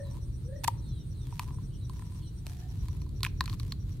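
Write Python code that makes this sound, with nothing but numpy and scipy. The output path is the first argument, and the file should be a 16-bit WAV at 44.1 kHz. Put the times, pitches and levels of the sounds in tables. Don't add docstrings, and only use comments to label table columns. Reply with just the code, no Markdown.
import sys
import numpy as np
from scipy import signal
from scipy.fft import rfft, irfft
from scipy.io import wavfile

SR = 44100
rng = np.random.default_rng(int(sys.argv[2]) if len(sys.argv) > 2 else 0)


def bounce(signal):
    frames = np.transpose(np.atleast_2d(signal))
    limited = np.clip(frames, -1, 1)
    pcm = np.round(limited * 32767).astype(np.int16)
    wavfile.write(sys.argv[1], SR, pcm)


N = 176400


def amp(db):
    return 10 ** (np.asarray(db) / 20)


def unit_level(x):
    return x / np.sqrt(np.mean(x ** 2) + 1e-20)


def burst(x, hold_s=.01):
    return unit_level(x) * np.sqrt(hold_s * SR / x.shape[-1])


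def look_up(table, hz):
    row_hz, value = np.transpose(table)
    return np.interp(np.log(hz + 1), np.log(row_hz), value)


def add(mix, time_s, sound):
    start = round(time_s * SR)
    sound = sound[..., max(-start, 0):]
    part = mix[:, max(start, 0):][:, :sound.shape[-1]]
    part += sound[..., :part.shape[1]]


def pan(db):
    return amp([[db / 2], [-db / 2]])


def colour(x, tone, size=1024):
    log_gain = np.log(amp(look_up(tone, abs(np.fft.fftfreq(size, 1 / SR)))))
    taps = np.fft.ifft(np.exp(np.conj(signal.hilbert(log_gain)))).real
    return signal.fftconvolve(x, taps[None], axes=1)[:, :x.shape[1]]


def resonate(x, hz, q):
    return signal.lfilter(*signal.iirpeak(min(hz, SR / 3), max(q, .5), SR), x)


def drift(count, rate_hz):
    smoothing = np.exp(-(np.fft.rfftfreq(N, 1 / SR) / rate_hz) ** 2)
    return unit_level(irfft(rfft(rng.standard_normal(N)) * smoothing, N))[:count]


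# (frequency [Hz], time [s])
ECHO_FADE = [(200, 1), (1000, 0.55), (4000, 0.21), (13000, 0.12)]
def echo(x):
    hz, t, noise = signal.stft(rng.standard_normal((2, SR)), SR, nperseg=256)
    fade = np.exp(-np.log(1000) * t / look_up(ECHO_FADE, hz)[:, None])
    tail = signal.istft(noise * fade, SR, nperseg=256)[1]
    return signal.fftconvolve(x, tail / np.linalg.norm(tail[0]), axes=1)[:, :N]


# (frequency [Hz], likeness [0 to 1])
LIKENESS = [(120, 0.96), (300, 0.73), (700, 0.093), (3000, 0.031)]
def steady_noise(tone):
    hz = np.fft.rfftfreq(N, 1 / SR)
    left, other = rfft(rng.standard_normal((2, N)))
    same = look_up(LIKENESS, hz)
    right = same * left + np.sqrt(1 - same ** 2) * other
    return unit_level(irfft(np.array([left, right]) * amp(look_up(tone, hz)), N))


# (frequency [Hz], relative level [dB])
RUMBLE_TONE = [(26, -33), (41, 0), (57, -1), (100, -1), (130, -2), (170, -11), (230, -21.5), (320, -23),
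               (450, -32.5), (700, -50), (1500, -71.5)]
HISS_TONE = [(200, -10), (700, 3), (1200, 3), (2000, -3), (3000, -3.5), (4100, 4), (5200, -5.5), (7000, -5),
             (11000, -5.5), (15500, -10.5)]
def background():
    rumble = steady_noise(RUMBLE_TONE) * amp(-36.5 + 1.2 * drift(N, rate_hz=1.7))
    hiss = steady_noise(HISS_TONE) * amp(-65.5 + .7 * drift(N, rate_hz=12))
    return rumble + hiss


# (first chirp [s], last chirp [s], count)
CRICKET_RUNS = [(.005, .575, 6), (.688, 1.548, 9), (1.648, 3.021, 14), (3.175, 3.925, 8)]
BUZZ_RUNS = [(.025, 2.495, 22)]
def insect(runs, pitch_hz, width_hz, swell_s, db):
    hz, t = np.fft.rfftfreq(N, 1 / SR), np.arange(N) / SR
    times = np.concatenate([np.linspace(*run) for run in runs])
    band = 1 / (1 + ((hz - pitch_hz) / width_hz) ** 4)
    rasp = unit_level(irfft(rfft(rng.standard_normal((2, N))) * band, N))
    swells = np.sqrt(sum(np.exp(-((t - time_s) / swell_s) ** 2) for time_s in times))
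    return amp(db) * rasp * swells


def calls(rows, voice, waver, rasp, echo_db, glide_share=1, swell=1):
    out = np.zeros((2, N))
    for start_s, length_s, from_hz, to_hz, db in rows:
        progress = np.linspace(0, 1, round(length_s * SR))
        glide = np.minimum(progress / glide_share, 1)
        hz = (from_hz + (to_hz - from_hz) * glide) * (1 + waver * drift(len(glide), rate_hz=150))
        cycles = np.cumsum(hz) / SR
        tone = sum(amp(level) * glide ** abs(k - 1) * np.sin(2 * np.pi * k * cycles)
                   for k, level in voice)
        tone *= 1 + rasp * drift(len(glide), rate_hz=from_hz / 10)
        arch = abs(np.sin(np.pi * progress)) ** swell
        add(out, start_s, amp(db) * unit_level(tone * arch))
    return out + amp(echo_db) * echo(out)


# (start [s], length [s], first base pitch [Hz], last base pitch [Hz], level [dB])
WHISTLES = [(.02, 0.092, 4480, 3930, -68), (.73, 0.34, 4650, 2860, -73.5), (.81, 0.26, 4660, 3760, -68),
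            (1.1, 0.22, 4820, 3100, -71.5), (1.785, 0.09, 4450, 3810, -70), (2.21, 0.096, 4600, 4090, -68)]
BIRD_RASPS = [(1.7, 0.088, 3190, 3300, -71), (2.18, 0.13, 3550, 3120, -71.5)]
def birds():
    whistles = calls(WHISTLES, voice=[(.95, 0)], waver=.007, rasp=.5, echo_db=-4.5)
    hoarse_notes = calls(BIRD_RASPS, voice=[(.96, 0)], waver=.05, rasp=.5, echo_db=-4.5)
    return whistles + hoarse_notes


# (start [s], length [s], first base pitch [Hz], last base pitch [Hz], level [dB])
YELPS = [(-.06, 0.1006, 499, 572.7, -49), (.448, 0.135, 465, 584, -52)]
CRY = [(2.44, 0.256, 772, 728, -70)]
# (pitch [times the base pitch], relative level [dB])
YELP_VOICE = [(0.999, -1), (3.201, -10.5)]
CRY_VOICE = [(1.001, -1), (2.422, -8.5)]
def far_animals():
    yelps = calls(YELPS, YELP_VOICE, waver=.022, rasp=.35, echo_db=-5, glide_share=.85, swell=.66)
    cry = calls(CRY, CRY_VOICE, waver=.0404, rasp=1, echo_db=0, glide_share=.14, swell=.21)
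    return yelps + cry


HOLLOW_PAN_DB, LEFT_LEAD_S, POKE_SAMPLES = 5, .00005, 2048

# (start [s], length [s], grit level [dB], ring level [dB])
RUSTLES = [(.01, 0.21, -66, -64.5), (0.6349, 0.017, -36.5, -41), (0.674, 0.011, -31.5, -52),
           (1.2, 0.3, -62, -70), (1.405, 0.034, -56, -51), (1.454, 0.11, -65, -59.5),
           (1.857, 0.43, -65, -68), (2.439, 0.13, -59.5, -69.5), (2.521, 0.16, -63.5, -82),
           (2.631, 0.23, -65, -75), (2.776, 0.25, -64.5, -70.5), (3.254, 0.022, -50.5, -53),
           (3.42, 0.079, -62, -70), (3.477, 0.084, -54.5, -59.5), (3.564, 0.2, -63, -72),
           (3.845, 0.22, -66, -77)]
# (frequency [Hz], relative level [dB])
GRIT_TONE = [(700, -32.5), (1050, 2.5), (2000, 5), (4000, 5.5), (6500, 2), (9000, 0.5), (12500, 0.5),
             (16000, -8)]
def yelp_echo_and_scrapes(grains_per_s=2200, spread_db=4, flicker_db=1.8, rise_db=.5):
    sizes = amp(spread_db * np.minimum(rng.exponential(1, N), 4))
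    hits = rng.random(N) < grains_per_s / SR
    grains = sizes * hits * rng.standard_normal((2, N))
    grains *= amp(flicker_db * drift(N, rate_hz=35))
    grit = colour(grains, GRIT_TONE)
    poke_times, *_, ring_pitches = np.transpose(POKES)
    out = np.zeros((2, N))
    for start_s, length_s, grit_db, ring_db in RUSTLES:
        part = slice(round(start_s * SR), round((start_s + length_s) * SR))
        ring_hz = np.interp(start_s + length_s / 2, poke_times, ring_pitches)
        ring = resonate(resonate(grains.sum(0), ring_hz, q=9), ring_hz, q=2.5)
        rustle = amp(grit_db) * unit_level(grit[:, part])
        rustle += amp(ring_db) * pan(HOLLOW_PAN_DB) * unit_level(ring[part])
        soft_ends = signal.windows.tukey(rustle.shape[1], .5)
        add(out, start_s, rustle * soft_ends * amp(np.linspace(0, rise_db, rustle.shape[1])))
    return out


# (time [s], level [dB])
PUFFS = [(.6805, -45), (2.467, -55)]
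def puffs(low_hz=300, high_hz=650, decay_s=.0018):
    out, t = np.zeros((2, N)), np.arange(POKE_SAMPLES) / SR
    band = signal.butter(2, [low_hz, high_hz], "band", fs=SR)
    for time_s, db in PUFFS:
        noise = rng.standard_normal(len(t)) * np.exp(-t / decay_s)
        add(out, time_s, amp(db) * burst(signal.lfilter(*band, noise)))
    return out


# (pitch [Hz], relative level [dB])
STICK_NOTES = [(1750, -6.5), (2450, -3.5), (4220, 3.5), (7300, 20)]
def stick_ping(t, snap_hz, reach_octaves=.4, decay_s=.0013, low_cut_hz=1400):
    age = np.maximum(t - np.array([[0], [LEFT_LEAD_S]]), 0)
    notes = np.zeros_like(age)
    for hz, db in STICK_NOTES:
        strength = amp(db) / (1 + (np.log2(hz / snap_hz) / reach_octaves) ** 4)
        notes += strength * np.sin(2 * np.pi * hz * age)
    low_cut = signal.butter(4, low_cut_hz, "high", fs=SR)
    return burst(signal.lfilter(*low_cut, notes * np.exp(-age / decay_s)))


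def hollow_ring(t, hz, decay_s=.0046):
    low_cut = signal.butter(5, .8 * hz, "high", fs=SR)
    return burst(signal.lfilter(*low_cut, np.sin(2 * np.pi * hz * t) * np.exp(-t / decay_s)))


def fracture(t, decay_s, splinter_db):
    click = np.sinc((t - np.array([[0], [LEFT_LEAD_S]])) * SR - 4)
    splinters = rng.standard_normal(len(t)) + .45 * rng.standard_normal((2, len(t)))
    return burst(click) + amp(splinter_db) * burst(splinters * np.exp(-t / decay_s))


# (frequency [Hz], relative level [dB])
SNAP_TONE = [(400, -56), (800, -43.5), (1150, 12.5), (2300, 0.5), (2900, -4), (4200, 4.5), (5400, -5.5),
             (7000, -9.5), (15000, 2.5)]
CRUMB_TONE = [(2000, -13), (4500, -2.5), (6500, 2.5), (8000, 5.5), (11000, 2.5), (13500, -0.5),
              (16000, -31)]
# (time [s], snap strength [dB], snap pitch [Hz], crumb level [dB], ring level [dB], ring pitch [Hz])
POKES = [(0.643, -46.5, 3570, -37, -49, 983), (0.6457, -41, 2100, -57, -40.5, 987),
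         (0.678, -58, 2600, -36.5, -72, 965), (0.6811, -44.5, 1640, -67, -23.5, 935),
         (1.3254, -65.5, 2370, -71, -49, 953), (1.3946, -38, 2500, -43, -37, 982),
         (1.4851, -65, 1930, -80, -58, 1000), (1.507, -68, 1700, -71, -52, 1000),
         (1.585, -86, 2000, -90, -55, 1025), (1.8967, -58, 3400, -58, -50, 1033),
         (1.9943, -63, 1530, -61, -59, 1030), (2.022, -62, 1570, -65, -54, 1000),
         (2.467, -49.5, 3050, -49, -59, 880), (2.8843, -56, 3260, -56.5, -54.5, 1000),
         (3.0178, -59.5, 3250, -60, -60.5, 1000), (3.0645, -71, 3200, -72, -61, 1000),
         (3.092, -69, 4200, -64.5, -72, 1020), (3.2064, -56.5, 3550, -62.5, -61, 1020),
         (3.2318, -30.5, 4130, -42, -42, 1050), (3.2439, -43, 2620, -46, -57, 1090),
         (3.2492, -33.5, 2560, -43.5, -66, 1210), (3.2643, -38, 2480, -56, -42.5, 1034),
         (3.4076, -33.5, 4170, -49, -64, 1010), (3.408, -35, 1730, -67, -31, 1038),
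         (3.4399, -63, 4130, -55, -52, 1030), (3.4583, -45.5, 3640, -51, -71, 1070),
         (3.4779, -45.5, 2600, -77, -50, 1020), (3.4971, -45, 3840, -66, -53, 1040),
         (3.529, -49.5, 3770, -71, -52.5, 1083), (3.5985, -45, 3660, -52, -60, 1060),
         (3.632, -58, 3580, -60, -67, 1000), (3.7218, -39.5, 4250, -78, -54.5, 1076)]
def pokes():
    out, t = np.zeros((2, N)), np.arange(POKE_SAMPLES) / SR
    for time_s, snap_db, snap_hz, crumb_db, ring_db, ring_hz in POKES:
        crust = colour(fracture(t, decay_s=.0024, splinter_db=6.5), SNAP_TONE)
        crack = burst(resonate(crust, snap_hz, q=1.96))
        snap = amp(-4) * crack + amp(-2) * stick_ping(t, snap_hz)
        crumbs = burst(colour(fracture(t, decay_s=.0027, splinter_db=-3.5), CRUMB_TONE))
        add(out, time_s, amp(snap_db) * pan(db=-1) * snap)
        add(out, time_s, amp(crumb_db) * pan(db=-4) * crumbs)
        add(out, time_s, amp(ring_db) * pan(HOLLOW_PAN_DB) * hollow_ring(t, ring_hz))
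    return out


# (frequency [Hz], relative level [dB])
ECHO_TONE = [(1000, -7.5), (4000, 3.5), (7000, -2), (12000, 8.5)]
def scene():
    pokes_and_rustles = pokes() + puffs() + yelp_echo_and_scrapes()
    cricket = insect(CRICKET_RUNS, pitch_hz=5743, width_hz=260, swell_s=.014, db=-63)
    buzzer = insect(BUZZ_RUNS, pitch_hz=8700, width_hz=510, swell_s=.031, db=-65.5) * pan(db=-3)
    wildlife = cricket + buzzer + birds() + far_animals()
    tail = amp(-20.5) * echo(colour(pokes_and_rustles, ECHO_TONE))
    return background() + wildlife + tail + pokes_and_rustles


def record(dry, top_hz=15900):
    high_cut = signal.firwin(255, top_hz, window=("kaiser", 8), fs=SR)
    return signal.oaconvolve(dry, high_cut[None], "same")


dry = scene()
out = record(dry)
bounce(out)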